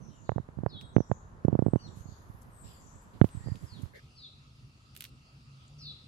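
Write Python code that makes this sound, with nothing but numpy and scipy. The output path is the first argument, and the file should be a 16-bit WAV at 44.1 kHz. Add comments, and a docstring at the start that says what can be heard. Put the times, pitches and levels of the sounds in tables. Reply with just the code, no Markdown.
"""In a garden, a camera's microphone is held against a parrot's cage. From the start the bird pecks and nibbles
at the right port, squeezing the air in it, while small birds chirp among fences and traffic rumbles far off.
From about 2 s feathers rustle and scuff by the port, and more pecks follow. Just before 4 s the scene changes:
the garden is now heard from a step back from the bars. Around 5 s claws click on the cage wire; then a low hum
swells in the distance and a near bird cheeps once more."""
import sys
import numpy as np
from scipy import signal
from scipy.fft import rfft, irfft, next_fast_len
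from scipy.io import wavfile
from scipy.ndimage import uniform_filter1d, map_coordinates

SR = 44100
rng = np.random.default_rng(int(sys.argv[2]) if len(sys.argv) > 2 else 0)


def dump(signal):
    """Clip the signal to [-1, 1] and save it as 16-bit WAV at the path in sys.argv[1]."""
    limited = np.clip(np.atleast_2d(signal).T, -1, 1)
    pcm = np.round(limited * 32767).astype(np.int16)
    wavfile.write(sys.argv[1], SR, pcm)


N = 268083

# hard pecks on the right port: time_s, pressure_db, push_sign (-1 pulls), contact_ms, snap_share, tick_share
PECKS = [(0.2932, -11, -1, 0.67, 3.5, 0.77), (0.3189, -15.5, -1, 0.85, 1.74, .19),
         (0.3612, -11.5, 1, 0.58, 0.3, 0), (0.382, -13.5, -1, 0.37, 2.4, 0.11),
         (0.4886, -29.5, 1, 0.34, .41, .36), (0.588, -17, -1, 0.5, 0.6, 0), (0.6353, -14, -1, 0.38, 0.4, 0),
         (0.663, -8, -1, 0.62, 2.6, 0.000058), (0.9654, 0, -1, 0.32, -0.5, 0.33),
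         (0.9826, -8.5, -1, 0.32, 0, 0.06), (1.005, -9, -1, 0.27, -0.5, 0.023),
         (1.1155, -4.5, -1, 0.5, 2.26, 0.00015), (1.45, -5.5, 1, 0.41, -0.5, 0),
         (1.4832, -3, 1, 0.3, 0, .022), (1.529, -7.5, 1, 0.37, 0, 0.036), (1.553, -6, 1, 0.29, 0, 0),
         (1.5615, -31, 1, .2, -1, 0.3), (1.5995, -33, 1, 0.21, 0.5, .5), (1.672, -30.5, 1, 0.24, 1, 0.29),
         (1.5916, -4.5, 1, 0.27, -0.5, 0.055), (1.6237, -6.5, 1, 0.32, 0, 0),
         (1.6645, -4, 1, .33, 0, 0.041), (1.683, -10.5, 1, .37, 0, 0), (1.7354, -5, 1, .34, 0, .063),
         (1.7591, -6, 1, 0.34, 0, 0.078), (3.2154, 4.5, 1, .41, 0, 0.051), (3.2438, -4, 1, 0.37, 0, 0.096),
         (3.4724, -15.5, -1, 0.92, 0.6, 0), (3.4855, -24.5, 1, 0.28, -0.5, 0.13)]
# soft nudges on the same port: time_s, pressure_db, push_sign, contact_ms
NUDGES = [(0.3995, -19, 1, 0.7), (0.573, -20.5, -1, 1), (0.6053, -20.5, 1, 1.05), (1.099, -23, -1, 0.62),
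          (1.4967, -19, 1, .54), (1.6029, -25, -1, 1.1), (1.7508, -21, 1, .8), (1.9714, -28.5, 1, 0.71),
          (2.0076, -19, -1, 2.25), (2.0571, -26.5, 1, 0.72), (2.0884, -26, 1, .9), (2.121, -28, -1, 1.23),
          (2.2988, -25.5, 1, 1.03), (2.347, -28.5, 1, 1.2), (2.6522, -19.5, -1, 2.6),
          (3.2509, -17, -1, .91), (3.3498, -20, 1, 0.96), (3.3724, -12.5, -1, 1.9),
          (3.4072, -21.5, -1, 1.65), (3.44, -21, -1, 2.1), (3.4615, -22, 1, 0.81), (3.498, -16, 1, 1.8),
          (3.5188, -10.5, 1, 1.26), (3.542, -23, -1, 2.7), (3.6387, -17, -1, 1.48), (3.724, -23, 1, 1.9),
          (3.8342, -14.5, -1, 1.26), (3.858, -10, -1, 3.6)]
# air pushed at the port while the parrot is close: time_s, level_db
BUFFET = [(0.0, -43.5), (0.37, -71.5), (0.61, -43), (0.82, -56), (1.39, -60), (1.5, -41.5), (1.63, -58.5),
          (2.64, -63), (3.4, -62), (3.94, -46.5)]
NUDGE_TICK_SHARE = 0.034


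def parrot_beak():
    """Right on the microphone: the tip clacks and squeezes the air in the port; the case ticks and snaps."""
    air = np.zeros(N)
    t = np.arange(-SR // 50, SR // 25) / SR
    after = np.maximum(t, 0)
    snap_ring = np.exp(-after / 0.00062) * np.sin(2 * np.pi * 430 * after)
    snap_ring *= 1 - np.exp(-(after / 0.00039) ** 2)
    tick_pulse = 1 / np.cosh(t / 0.00011)
    since_touch = np.maximum(t + 0.00121, 0)  # the tip clacks just before the squeeze peaks
    clack_ring = np.sin(2 * np.pi * 1400 * since_touch) + 0.12 * np.sin(2 * np.pi * 2900 * since_touch)
    clack_ring *= (1 - np.exp(-since_touch / 0.000084)) * np.exp(-since_touch / 0.0007)
    nudges = [(*nudge, 0, NUDGE_TICK_SHARE) for nudge in NUDGES]
    for time_s, db, push_sign, contact_ms, snap, tick in PECKS + nudges:
        clack = 0.003 + 0.03 * snap + 0.019 * amp(db) ** 4.66  # grows steeply with pressure
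        contact = 1000 * t / contact_ms
        squeeze = 2 / (np.exp(-contact) + np.exp(contact / 1.83))  # quick in, slower out
        peck = squeeze - snap * snap_ring + tick * tick_pulse + clack * clack_ring
        add(air, time_s + t[0], push_sign * amp(db) * peck)
    buffet_db, = curves(BUFFET, outside=-120)
    gusts = amp(buffet_db + 8.5 * wobble(25.05))
    air += gusts * unit(filtered(rng.standard_normal(N), lambda f: resonance(f, 110, 160) ** 2))
    air = filtered(air, lambda f: bass_cut(f, 106.2, damping=0.63))
    covered_port = signal.butter(4, 3900, fs=SR, output="sos")  # shuts out the treble
    return signal.sosfilt(covered_port, air) * amp([[-57], [0]])


# claws and wire, close by: start_s, level_db, left_over_right_db, sizzle_over_ring_db
CLICKS = [(0.8121, -34.5, -7.5, -34), (3.2485, -41.5, -18, -10.5), (3.2898, -42.5, -6.5, -10),
          (3.5568, -38, 1, -16), (4.951, -43, -7, -2), (4.953, -46, -3.5, -6), (4.9647, -31.5, -2.5, -2),
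          (4.9749, -45.5, -4, 6.5), (5.0074, -25, -2, -2.5), (5.0227, -30.5, -7.5, -4.5),
          (5.041, -27, 0, -5), (5.0516, -28.5, -3.5, -12.5)]
WIRE_HZ = np.array([[3806.5], [2979]])  # left, right


def cage_clicks():
    """Claws on the cage: a short ring of the wire and a treble sizzle, each with a brief rattling tail."""
    body, treble = np.zeros((2, 2, N))
    t = np.arange(SR // 25) / SR
    for start_s, db, pan_db, sizzle_db in CLICKS:
        ring = decay(t, 0.002) * np.sin(2 * np.pi * WIRE_HZ * t)
        rattle = amp(-16) * decay(t, 0.068) * rng.standard_normal((2, len(t)))
        sizzle = (decay(t, 0.0028) + amp(-17.5) * decay(t, 0.025)) * rng.standard_normal((2, len(t)))
        add(body, start_s, panned(amp(db) * (ring + rattle), pan_db))
        add(treble, start_s, panned(amp(db + sizzle_db) * sizzle, pan_db - 4.5))  # further right
    body = filtered(body, lambda f: resonance(f, 3400, 2900) * bass_cut(f, 1300, damping=0.67))
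    treble = filtered(treble, lambda f: bass_cut(f, 7400, damping=1.13) / (1 + (f / 15500) ** 20))
    return body + treble


# feathers beside the right port: time_s, level_db
RUSTLE = [(1.88, -105), (1.98, -72), (2.07, -84), (2.4, -73.5), (2.52, -78.5), (2.73, -70.5), (2.98, -90),
          (3.25, -79.5), (3.42, -100), (3.65, -72), (3.74, -95), (3.83, -71), (3.9, -87), (3.97, -72),
          (4.05, -105)]


def feather_rustle():
    """Feathers at the microphone: tiny crackles on a hiss, ringing in the ports' treble resonance."""
    level_db, = curves(RUSTLE, outside=-120)
    sparks = rng.random((2, N)) < 700 / SR  # about 700 a second
    strength = amp(3 * np.minimum(rng.exponential(size=(2, N)), 3))
    crackle = unit(sparks * strength * rng.standard_normal((2, N)))
    hiss = rng.standard_normal((2, N))
    rustle = filtered(crackle + hiss, lambda f: treble_cut(f) * resonance(f, 11600, 2400) ** 2)
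    return panned(amp(level_db) * unit(rustle), -5.5)


# light brushing, close by: start_s, length_s, level_db, left_over_right_db, low_hz, high_hz
SCUFFS = [(1.956, 0.077, -68.5, 0, 2490, 12000), (2.414, 0.021, -68.5, 13, 5550, 12900),
          (3.013, 0.034, -75.5, 9, 8000, 13000), (3.132, 0.047, -71.5, 1, 2000, 4800),
          (3.261, 0.025, -68, -5, 2000, 15600), (3.616, 0.059, -75, 8, 3940, 12240),
          (2.635, 0.092, -67, -2, 2500, 5800), (3.817, 0.012, -66.5, 15, 3500, 12680),
          (3.93, .05, -57.5, 0, 370, 606), (3.932, 0.069, -57, 0.5, 1570, 2220),
          (4.949, 0.15, -66, -1, 1980, 13000), (5.679, 0.0047, -65.5, 10, 6440, 8400)]


def scuffs():
    """Each brushing touch is a burst of uneven hiss in its own band."""
    out = np.zeros((2, N))
    for start_s, length_s, db, pan_db, low_hz, high_hz in SCUFFS:
        count = int(length_s * SR)
        hiss = rng.standard_normal((2, count))
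        envelope = amp(2.1 * wobble(300, count)) * np.hanning(count) ** 0.18
        band = signal.butter(6, [low_hz, high_hz], "band", fs=SR, output="sos")
        add(out, start_s, panned(amp(db) * unit(signal.sosfilt(band, hiss * envelope)), pan_db))
    return out


# chirps around the garden: start_s, length_s, first_hz, last_hz, relative_db, left_over_right_db, buzz_hz
CHIRPS = [(0.082, 0.066, 4160, 3380, -72.5, -5.5, 240), (0.096, .12, 3080, 2720, -75, -2, 110),
          (.24, 0.059, 4370, 3540, -68.5, -3.5, 320), (1.771, .044, 3100, 2750, -74, -12, 110),
          (1.79, .093, 4675, 4054, -61, 2, 70), (1.864, 0.028, 4124, 3350, -61.5, -1, 150),
          (2.049, 0.1, 4670, 4010, -66, 2, 480), (1.959, 0.22, 6920, 6550, -69, 13.5, 300),
          (2.646, 0.096, 3077, 2910, -66.5, -1.5, 460), (2.653, .12, 5010, 4600, -65, 1.5, 210),
          (2.781, 0.15, 6400, 5870, -70, 7, 366), (3.387, 0.16, 1883, 1826, -68, -10, 78),
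          (3.416, 0.11, 4740, 4737, -64, 0, 212), (3.661, .14, 5310, 2900, -61, 3, 120),
          (5.584, 0.06, 3270, 3010, -63.5, 1, 340)]
# a far bird's two songs, to the left: offset_s, length_s, first_hz, last_hz, relative_db, left_over_right_db
SHORT_SONG = [(0, .125, 8550, 8050, -77, 17.5), (.15, 0.12, 6170, 5570, -68, 6),
              (.257, 0.16, 7500, 6440, -70, 11.5)]
LONG_SONG = [(0, .18, 8640, 7130, -66, 19.4), (.21, .215, 7310, 6860, -70, 14.5),
             (.35, .12, 7970, 7270, -73.5, 15)]
# each time it sings them: start_s, gain_db, stretch_ratio
SHORT_REPEATS = [(-.155, -0.5, 1.01), (.781, 1.5, 0.96), (1.62, 1, 0.92)]
LONG_REPEATS = [(2.502, 1, 1.12), (3.273, -3, .88)]
# a near bird's two-voiced cheeps: start_s, length_s, first_hz, last_hz, relative_db, bend_power, buzz_hz
CHEEPS = [(0.677, .128, 5000, 3330, -57.5, 3.06, 76), (4.148, .13, 4935, 3400, -57.5, 1.6, 94.5),
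          (5.775, .145, 5390, 3447, -54, 2.1, 104)]


def garden_birds():
    """Falling whistles; the buzzier ones are far off and reach the microphone mostly as garden echoes."""
    direct, echoed = np.zeros((2, 2, N))

    def sing(start_s, length_s, first_hz, last_hz, db, pan_db, buzz_hz, bend):
        """One note, shared between the direct path and the echoes."""
        nearness = np.exp(-buzz_hz / 170)
        call = panned(amp(db) * whistle(length_s, first_hz, last_hz, buzz_hz, bend, nearness), pan_db)
        add(direct, start_s, nearness * call)
        add(echoed, start_s, (1 - 0.5 * nearness) * call)

    for chirp in CHIRPS:
        sing(*chirp, bend=0.78)
    for song, repeats in [(SHORT_SONG, SHORT_REPEATS), (LONG_SONG, LONG_REPEATS)]:
        for start_s, gain_db, stretch in repeats:
            for offset_s, length_s, first_hz, last_hz, db, pan_db in song:
                sing(start_s + stretch * offset_s, stretch * length_s, first_hz, last_hz,
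                     db + gain_db, pan_db, buzz_hz=303, bend=1.05)
    for start_s, length_s, first_hz, last_hz, db, bend, buzz_hz in CHEEPS:
        for delay_s, ratio, gain_db in [(0, 1, 0), (0.008, 1.13, 1.7)]:  # lower voice, upper voice
            sing(start_s + delay_s, length_s, ratio * first_hz, ratio * last_hz,
                 db + gain_db, pan_db=1, buzz_hz=buzz_hz, bend=bend)
    return 2.64 * direct + 1.4 * fence_echoes(echoed)


def whistle(length_s, first_hz, last_hz, buzz_hz, bend, nearness):
    """A falling tone roughened by pitch jitter; a higher bend drops sooner and lingers on the last pitch."""
    progress = np.linspace(0, 1, int(length_s * SR))
    hz = last_hz + (first_hz - last_hz) * (1 - progress) ** bend
    hz += buzz_hz * wobble(500, len(hz))
    linger = nearness * np.clip(bend - 0.6, 0, 1)
    swell = np.sin(np.pi * progress ** (1 + 1.2 * linger)) ** 0.4
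    throat = abs(resonance(hz, 4000, 2200)) ** linger  # lingering calls bloom at the throat resonance
    flutter_db = 2.5 * wobble(90, len(hz))
    accent_db = 4.5 * np.clip(bend - 1, 0, 1) * np.exp(-((progress - 0.8) / 0.16) ** 2)
    phase = 2 * np.pi * np.cumsum(hz) / SR + rng.uniform(0, 2 * np.pi, (2, 1))  # a path to each port
    return swell * throat * amp(flutter_db + accent_db) * np.sin(phase)


def fence_echoes(calls):
    """The garden scatters the calls back in a quick wash with a fainter, longer tail."""
    t = np.arange(SR) / SR
    envelope = (decay(t, 0.4) + 0.22 * decay(t, 1.3)) * (1 - np.exp(-t / 0.00097))
    tail = rng.standard_normal((2, SR)) * envelope
    return signal.fftconvolve(calls, tail / np.linalg.norm(tail[0]), axes=1)[:, :N]


# far traffic and leaves: time_s, level_db, leaf_boost_db
GARDEN_LEVELS = [(0.0, -66.5, 3.5), (1.15, -61.5, -5), (1.76, -62, 0), (3.15, -63, 2.5), (3.33, -62, 7.5),
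                 (3.86, -67, 12.5), (4.01, -70.5, 1), (4.25, -71.5, 0.1), (6.08, -68.5, -1)]
# their spectrum at the bars, and a step back: frequency_hz, relative_density_db
COLOUR_AT_BARS = [(15, -48.5), (25, -1), (90, 2.5), (263, -10), (316, -14.5), (812, -15.5), (1000, -11.5),
                  (1830, -22.5), (2140, -29.5), (3080, -34), (5480, -38), (6940, -38), (9010, -43),
                  (11400, -40), (13000, -47.5)]
COLOUR_STEP_BACK = [(15, -56.5), (25, -18), (43, -4), (144, 2), (164, -9.5), (250, -9.5), (293, -16),
                    (411, -22), (609, -24.5), (1270, -26.5), (1730, -32), (2630, -25), (5070, -30.5),
                    (5930, -32), (13000, -44)]
# humming bands heard a step back: centre_hz, width_hz, boost_db
HUMMING_BANDS = [(1275, 186, 11.5), (2710, 160, 7), (4720, 870, 7.5)]
# how alike the two ports hear the garden: frequency_hz, correlation
PORT_LIKENESS = [(60, 0.88), (180, 0.99), (550, 0.46), (1650, -0.48), (4970, 0.35), (15000, -0.18)]
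STEP_BACK_S, CROSSFADE_S, LEAVES_ABOVE_HZ = 3.94, 0.024, 2000


def traffic_and_leaves():
    """Distant rumble and leaf hiss, changing colour when the scene changes from the bars to a step back."""
    def step_back_db(f):
        bands_db = sum(db * abs(resonance(f, hz, width)) ** 2 for hz, width, db in HUMMING_BANDS)
        return along(COLOUR_STEP_BACK, f) + bands_db

    level_db, leaf_boost_db = curves(GARDEN_LEVELS)
    at_bars = outdoor_rush(lambda f: along(COLOUR_AT_BARS, f), patchy_db=0.7)
    step_back = outdoor_rush(step_back_db, patchy_db=-1.97)
    fade = np.pi / 2 * np.clip((np.arange(N) / SR - STEP_BACK_S) / CROSSFADE_S, 0, 1)
    air = np.cos(fade) * at_bars + np.sin(fade) * step_back
    leaves = filtered(air, lambda f: 1 / (1 + (LEAVES_ABOVE_HZ / (f + 1)) ** 6))
    return amp(level_db) * (air + (amp(leaf_boost_db) - 1) * leaves)


def outdoor_rush(colour_db, patchy_db):
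    """Noise at both ports with patches of random gain, rms 1 between 600 and 2000 Hz."""
    def mid_side_response(f):
        spread = np.arccos(np.clip(along(PORT_LIKENESS, f), -1, 1)) / 2
        return treble_cut(f) * amp(colour_db(f)) * [np.cos(spread), np.sin(spread)]

    spectra = signal.stft(rng.standard_normal((2, N + 512)), nperseg=512)[2]
    patches = uniform_filter1d(rng.standard_normal(spectra.shape[1:]), 6, axis=0)
    patches = uniform_filter1d(patches, 12, axis=1)
    noise = signal.istft(spectra * amp(patchy_db * unit(patches)), nperseg=512)[1][:, :N]
    mid, side = filtered(noise, mid_side_response)
    stereo = np.array([mid + side, mid - side])
    return stereo / filtered(stereo, lambda f: (f > 600) & (f < 2000)).std()


# swells of a low hum, far off: start_s, length_s, pitch_hz, level_db
HUMS = [(5.31, .1, 134.5, -58), (5.46, 0.14, 135.8, -53.5), (5.69, 0.3, 146.6, -52)]


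def distant_hum():
    """A low tone swells and fades, alike at both ports."""
    out = np.zeros(N)
    for start_s, length_s, pitch_hz, db in HUMS:
        t = np.arange(int(length_s * SR)) / SR
        swell = np.sin(np.pi * t / length_s) ** 0.72
        add(out, start_s, np.sqrt(2) * amp(db) * swell * np.sin(2 * np.pi * pitch_hz * t))
    return out


def amp(db):
    return 10 ** (np.asarray(db) / 20)


def decay(t, t60_s):
    return amp(-60 * t / t60_s)


def unit(x):
    return x / np.sqrt(np.mean(x ** 2) + 1e-20)


def panned(x, left_over_right_db):
    return x * amp([[left_over_right_db / 2], [-left_over_right_db / 2]])


def add(out, start_s, sound):
    """Mix a sound in, trimmed to fit."""
    first = round(start_s * SR)
    sound = sound[..., max(-first, 0):]
    part = out[..., max(first, 0):][..., :sound.shape[-1]]
    part += sound[..., :part.shape[-1]]


def along(points, hz):
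    """Interpolate (frequency_hz, value) points on a log axis."""
    f, values = np.transpose(points)
    return np.interp(np.log(hz + 1), np.log(f + 1), values)


def curves(rows, outside=None):
    """One value per sample for each column after the time."""
    times, *columns = np.transpose(rows)
    return [np.interp(np.arange(N) / SR, times, column, outside, outside) for column in columns]


def wobble(rate, count=N):
    """A smooth random curve, rate knots a second."""
    knots = rng.standard_normal(int(count * rate / SR) + 4)
    return map_coordinates(knots, [np.arange(count) * rate / SR])


def filtered(x, response):
    """x through a complex frequency response."""
    size = next_fast_len(N + SR // 2)
    return irfft(rfft(x, size) * response(np.fft.rfftfreq(size, 1 / SR)), size)[..., :N]


def resonance(f, hz, width_hz):
    """A causal resonance of gain 1."""
    return 1j * f * width_hz / (hz * hz - f * f + 1j * f * width_hz + 1e-9)


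def bass_cut(f, corner_hz, damping):
    """A causal third-order high-pass that swings after a pulse."""
    s = 1j * f / corner_hz
    return s ** 3 / ((s + 1) * (s * s + damping * s + 1))


def treble_cut(f):
    """A steep roll-off of the top treble."""
    return 1 / (1 + (f / 12900) ** 30)


def scene():
    """Parrot, cage and garden as they reach the two ports."""
    return (parrot_beak() + garden_birds() + cage_clicks() + scuffs() + feather_rustle()
            + traffic_and_leaves() + distant_hum())


def record(dry):
    """The camera rounds off full-scale swings and passes nothing above 16.6 kHz."""
    rounded = dry / (1 + abs(dry / 1.1) ** 6) ** (1 / 6)
    return filtered(rounded, lambda f: f < 16600)


dry = scene()
out = record(dry)
dump(out)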